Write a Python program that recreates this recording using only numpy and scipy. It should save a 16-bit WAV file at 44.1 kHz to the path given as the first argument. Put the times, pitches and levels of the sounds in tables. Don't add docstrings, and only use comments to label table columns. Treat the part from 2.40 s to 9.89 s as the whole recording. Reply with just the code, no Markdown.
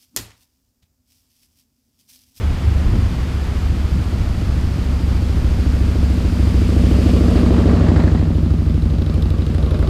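import sys
import numpy as np
from scipy import signal
from scipy.fft import rfft, irfft, next_fast_len
from scipy.io import wavfile
from scipy.ndimage import uniform_filter1d, minimum_filter1d, map_coordinates

SR = 44100
rng = np.random.default_rng(int(sys.argv[2]) if len(sys.argv) > 2 else 0)


def wrap_up_sound(samples):
    columns = np.atleast_2d(samples).T
    tamed = np.clip(columns, -1, 1)
    steps = np.round(tamed * 32767).astype(np.int16)
    wavfile.write(sys.argv[1], SR, steps)


N = 330309
TIME = np.arange(N) / SR
PASS_S, LANE_M, RIDE_M_PER_S, SOUND_M_PER_S = 5.5, 4, 9, 343
CRUISE_HZ = 13
FRONT_AT, REAR_AT = 0.4815, 0.9086


def amp(db):
    return 10 ** (np.asarray(db) / 20)


def unit(x):
    return x / np.sqrt(np.mean(x ** 2) + 1e-20)


def automation(points):
    return np.interp(TIME, *np.transpose(points))


def wobble(rate):
    return map_coordinates(rng.standard_normal(int(N * rate / SR) + 4), [TIME * rate])


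def swell(peak_s, half_s):
    return np.exp(-((TIME - peak_s) / half_s) ** 2 / 2)


def filtered(x, response):
    size = next_fast_len(len(x) + SR // 2)
    return irfft(rfft(x, size) * response(np.fft.rfftfreq(size, 1 / SR)), size)[:len(x)]


def coloured(x, eq):
    hz, db = np.transpose(eq)
    return unit(filtered(x, lambda f: amp(np.interp(np.log(f + 1), np.log(hz), db))))


def noise(eq):
    return coloured(rng.standard_normal(N), eq)


def split(x, edge_hz, order):
    low = filtered(x, lambda f: 1 / (1 + (f / edge_hz) ** order))
    return unit(low), unit(x - low)


# f/Hz, level/dB
SHORE_EQ = [(120, 12), (400, 9.5), (800, 4.5), (1000, 2), (1250, 3), (1700, -1.5), (2700, -4.5), (3900, -8),
            (4700, -7), (5800, -14), (8000, -18.5), (10000, -22.5), (13000, -25), (15300, -31)]
def shore():
    grain = amp(0.78 * wobble(700) + 0.42 * wobble(25))
    wash = coloured(grain * rng.standard_normal(N), SHORE_EQ)
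    hiss, air = split(wash, edge_hz=4830, order=6)
    return amp(-33.5) * hiss + amp(-49) * air


# f/Hz, level/dB
WIND_EQ = [(8, 5), (20, -2), (42, 2), (70, 8.5), (110, 2.5), (200, -5.5), (400, -20), (1000, -76),
           (3000, -90)]
# t/s, relative peak level/dB, half length/s
GUST_CUES = [(0.068, -26.5, 0.076), (0.284, -20, 0.016), (0.362, -21.5, 0.04), (0.526, -20, 0.098),
             (0.77, -23, 0.054), (1.365, -25.5, 0.073), (1.583, -22, 0.062), (2.044, -24.5, 0.19),
             (3.057, -23.5, 0.08), (3.489, -29, 0.15), (4.642, -28, 0.083), (6.528, -21.5, 0.078)]
def wind():
    breeze = amp(-28 + 0.5 * wobble(4.1))
    gusts = [amp(db) * swell(s, half_s) for s, db, half_s in GUST_CUES]
    buffet_db = 20 * np.log10(np.max([breeze, *gusts], axis=0))
    lumps = amp(1.3 * wobble(22))
    rumble = coloured(lumps * rng.standard_normal(N), WIND_EQ)
    thump, flutter = split(rumble, edge_hz=54, order=4)
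    return amp(buffet_db + 5) * thump + amp(1.165 * buffet_db + 6.5) * flutter


# f/Hz, level/dB
CAR_EQ = [(200, 4.5), (450, -2), (900, 1.5), (1500, 1), (2400, -0.5), (3500, -4), (4500, -33), (6000, -20),
          (12000, -36)]
# f/Hz, level/dB
WAKE_EQ = [(40, -14), (130, 6), (300, -7.5), (550, -18), (1200, -40), (5000, -90)]
def car(pass_s=0.13, near_s=0.99):
    tyres = amp(-40) * noise(CAR_EQ) / np.hypot(1, (TIME - pass_s) / near_s)
    wake = amp(-19.5) * swell(peak_s=0.552, half_s=0.023) * noise(WAKE_EQ)
    return tyres + wake


def bike_position():
    along = RIDE_M_PER_S * (TIME - PASS_S)
    distance = np.hypot(LANE_M, along)
    return distance, along / distance


# t/s, throttle (0 cruising, -1 shut)
THROTTLE_MOVES = [(4.4, 0.026), (5.1, 0.088), (5.55, -0.31), (5.8, -0.67), (6.52, -0.31), (6.62, -0.18),
                  (7.49, 0.35)]
def fader(abreast_db, loss_db, behind_db, throttle_db):
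    distance, heading = bike_position()
    pass_db = abreast_db - loss_db * np.log10(distance / LANE_M) + behind_db * heading
    return amp(pass_db + throttle_db * automation(THROTTLE_MOVES))


# f/Hz, level/dB
TREAD_EQ = [(1000, -3), (2800, 0.5), (4000, -5.5), (4800, -0.5), (5700, -8.5), (8000, -10.5),
            (14000, -21.5), (15300, -25)]
def tread():
    return fader(abreast_db=-52, loss_db=29.5, behind_db=-27.5, throttle_db=5) * noise(TREAD_EQ)


def puffs(crank, at, life_s, scatter_db):
    cycle, phase = np.divmod(crank - at + 1, 1)
    sizes = amp(scatter_db * rng.standard_normal(int(cycle[-1]) + 1))
    return sizes[cycle.astype(int)] * np.exp(-phase / CRUISE_HZ / life_s) * rng.standard_normal(N)


# f/Hz, level/dB
VALVE_EQ = [(300, -8), (600, 13.5), (1200, 5), (1900, 6), (3000, -11.5), (4700, -8.5), (6000, -30),
            (14000, -55)]
# f/Hz, level/dB
TYRE_EQ = [(500, 22.5), (1200, 8), (2000, 0), (3500, 1), (4700, -1), (5800, -4.5), (7500, -5.5),
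           (10000, -18), (15000, -43)]
def running_gear(crank, nearest_s, arrive_s, leave_s):
    ticks = sum(puffs(crank, FRONT_AT + at, life_s=0.011, scatter_db=2.5) for at in np.arange(4) / 4)
    offset = (TIME - nearest_s) / np.where(TIME < nearest_s, arrive_s, leave_s)
    return (amp(-28.5) * coloured(ticks, VALVE_EQ) + amp(-25.5) * noise(TYRE_EQ)) / (1 + offset ** 4)


# f/Hz, level/dB
RASP_EQ = [(150, -10), (350, 17), (650, 9.5), (880, -12.5), (1150, 4.5), (1600, -13), (2200, -52),
           (4500, -16.5), (12000, -71)]
# f/Hz, level/dB
SPIT_EQ = [(600, -20), (1500, 8), (2500, 18), (3800, 14.5), (5000, 4), (6500, -16), (10200, -25),
           (15000, -30)]
def gas_jet(crank):
    def firings(life_s):
        return sum(puffs(crank, at, life_s, scatter_db=1.5) for at in (FRONT_AT, REAR_AT))

    turbulence = unit(firings(life_s=0.086)) + amp(-5.5) * rng.standard_normal(N)
    rasp = fader(-16.5, 35, 4, 27) * coloured(turbulence, RASP_EQ)
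    spit = fader(-36, 23.5, 2.5, 16) * coloured(firings(life_s=0.032), SPIT_EQ)
    return rasp + spit


def burst(kicks, eq, life_s, attack_s=0.00049):
    t = np.arange(SR // 20) / SR
    envelope = np.exp(-t / life_s) * (1 - np.exp(-t / attack_s))
    return signal.fftconvolve(kicks, envelope)[:N] * noise(eq)


# f/Hz, level/dB
CRACK_EQ = [(1200, -38), (2800, 4), (3900, 12.5), (4400, 4), (5200, 3.5), (6500, -25), (9000, -26),
            (15000, -45)]
# f/Hz, level/dB
SIZZLE_EQ = [(4000, -35), (7500, -4), (9000, -7), (10100, -2), (11500, -10), (15000, -18)]
# f/Hz, level/dB
SMACK_EQ = [(250, -9), (600, 9.5), (900, -3), (1250, 0.5), (1800, -3.5), (2800, -32), (6000, -50)]
# t/s, then added level/dB for crack, sizzle and smack
POP_ACCENTS = [(4.688, 0, 0, 7), (4.987, 4, 0, 10.5), (5.061, 0, 0, 3), (5.286, 0, 0, 7), (5.592, 4, 0, 17),
               (5.636, 1, 14, 13.5), (5.747, 5, 2, 18), (6.584, 5, 1, 3), (6.619, 7, 2, 4),
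               (6.662, 5, 5, -1), (6.696, 9, 1, 4), (6.741, 0, 6, -10), (6.823, 7, 8, -7), (6.857, 6, 0, 0),
               (6.903, 1, 7, 1), (7.019, 5, -2, 4), (7.065, 0, 5, -4), (7.147, 3, 6, 4),
               (7.181, 6.5, 10, 13), (7.309, 5, 6, 9.5), (7.344, 3, 0, 10), (7.391, 0, 5, 5.5),
               (7.426, -4, 8, 12)]
def pops(crank, lead_cycles=0.036, rear_db=-4.5, scatter_db=2.5):
    cycles = np.arange(int(crank[-1]) + 1)
    marks = (cycles[:, None] + [FRONT_AT, REAR_AT]).ravel() - lead_cycles
    size_db = np.tile([0, rear_db], len(cycles)) + scatter_db * rng.standard_normal(len(marks))
    starts = np.searchsorted(crank, marks)
    extra_db = np.zeros((len(marks), 3))
    for s, *accent_db in POP_ACCENTS:
        nearest = np.argmin(np.abs(starts / SR - s))
        starts[nearest], extra_db[nearest] = round(s * SR), accent_db
    kicks = [np.bincount(starts, amp(size_db + db), N)[:N] for db in extra_db.T]
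    crack = burst(kicks[0], CRACK_EQ, life_s=0.003)
    sizzle = amp(-10.5) * burst(kicks[1], SIZZLE_EQ, life_s=0.0018)
    smack = burst(kicks[2], SMACK_EQ, life_s=0.0054)
    return fader(-36.5, 24, 19.5, 14) * (crack + sizzle) + fader(-21.5, 21, 3.5, 17) * smack


def pipe(f, modes, view):
    return sum(-(-1) ** k * amp(levels[view]) * 1j * f * width / (hz * hz - f * f + 1j * f * width)
               for k, (hz, width, *levels) in enumerate(modes))


def registers(tone):
    muffled, _ = split(tone, edge_hz=1180, order=8)
    low, high = split(muffled, edge_hz=175.6, order=14)
    return [*split(low, edge_hz=81, order=16), *split(high, edge_hz=319, order=12)]


# f/Hz, width/Hz, relative level/dB from ahead and from behind
FRONT_MODES = [(62.0, 12.0, -13.0, -17.0), (92.0, 12.0, -19.0, -17.0), (315.0, 12.0, -48.0, -34.0),
               (289.0, 55.0, -27.0, -49.0), (370.0, 55.0, -33.0, -41.0), (380.0, 14.0, -28.0, -38.0),
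               (496.0, 36.0, -27.0, -46.0), (499.0, 29.0, -27.0, -41.0), (557.0, 23.0, -42.0, -61.0),
               (674.0, 52.0, -43.0, -59.0), (686.0, 12.0, -41.0, -55.0)]
# f/Hz, width/Hz, relative level/dB from ahead and from behind
REAR_MODES = [(62, 12, -20, -25), (92, 14, -38, -31), (145, 12, -16, -17), (150, 23, -14, -16),
              (161, 12, -16, -18), (184, 12, -25, -33), (244, 12, -25, -30), (226, 12, -21, -44),
              (292, 55, -62, -37), (445, 12, -36, -50), (552, 14, -42, -50)]
def exhaust(crank, scatter_db=0.6, jitter_s=0.00018, waver_db=0.6, turn_s=5.42, turn_half_s=0.061):
    count = int(crank[-1]) + 4
    length = int((count + 2) * SR / CRUISE_HZ)
    tones = np.zeros((2, length))
    for at, modes in ((FRONT_AT, FRONT_MODES), (REAR_AT, REAR_MODES)):
        size, late = rng.standard_normal((2, count))
        starts_s = (np.arange(count) + at) / CRUISE_HZ + jitter_s * late
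        pulses = np.bincount((starts_s * SR).astype(int), amp(scatter_db * size), length)
        tones += [filtered(pulses, lambda f: pipe(f, modes, view)) for view in range(2)]
    playhead = (crank + 2) * SR / CRUISE_HZ
    turned = (1 + np.tanh((TIME - turn_s) / turn_half_s)) / 2
    faders = (fader(-10, 10, 0.5, 4.5),
              fader(-9.5, 16.5, 3.5, 4.5),
              fader(-10.5, 25, 0.75, 7),
              fader(-18.5, 31, 1, 12.5))
    note = np.zeros(N)
    for gain, *views in zip(faders, registers(tones[0]), registers(tones[1])):
        ahead, behind = (map_coordinates(view, [playhead], order=1) for view in views)
        waver = amp(waver_db * wobble(2 * CRUISE_HZ))
        note += gain * waver * ((1 - turned) * ahead + turned * behind)
    return note


# t/s, engine cycle f/Hz
REVS = [(0, 14.146), (2, 13.368), (4.5, 13.228), (5.6, 13.025), (5.9, 13.05), (6.55, 12.79), (6.9, 12.74),
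        (7.49, 12.381)]
def scene():
    _, heading = bike_position()
    doppler = 1 - heading * RIDE_M_PER_S / SOUND_M_PER_S
    crank = np.cumsum(automation(REVS) * doppler) / SR
    engine = exhaust(crank) + gas_jet(crank) + pops(crank)
    bike = engine + running_gear(crank, nearest_s=5.45, arrive_s=0.47, leave_s=0.38) + tread()
    return (bike + car() + shore() + wind())[None]


def gain_control(x, threshold_db=-10.5, recover_db_per_s=0.84):
    level_db = 10 * np.log10(np.abs(uniform_filter1d(x ** 2, size=6600)) + 1e-12)
    excess_db = np.maximum(level_db - threshold_db, 0)
    recovered_db = recover_db_per_s * TIME
    return x * amp(recovered_db - np.maximum.accumulate(excess_db + recovered_db))


def record(dry):
    ceiling, low_cut_hz, top_hz = 0.74, 19, 15300
    ducked = gain_control(dry[0])
    needed = np.minimum(1, ceiling / (np.abs(ducked) + 1e-9))
    limited = ducked * uniform_filter1d(minimum_filter1d(needed, size=900), size=800)
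    return filtered(limited, lambda f: (f < top_hz) * (1 - 1 / (1 + (f / low_cut_hz) ** 10)))[None]


dry = scene()
out = record(dry)
wrap_up_sound(out)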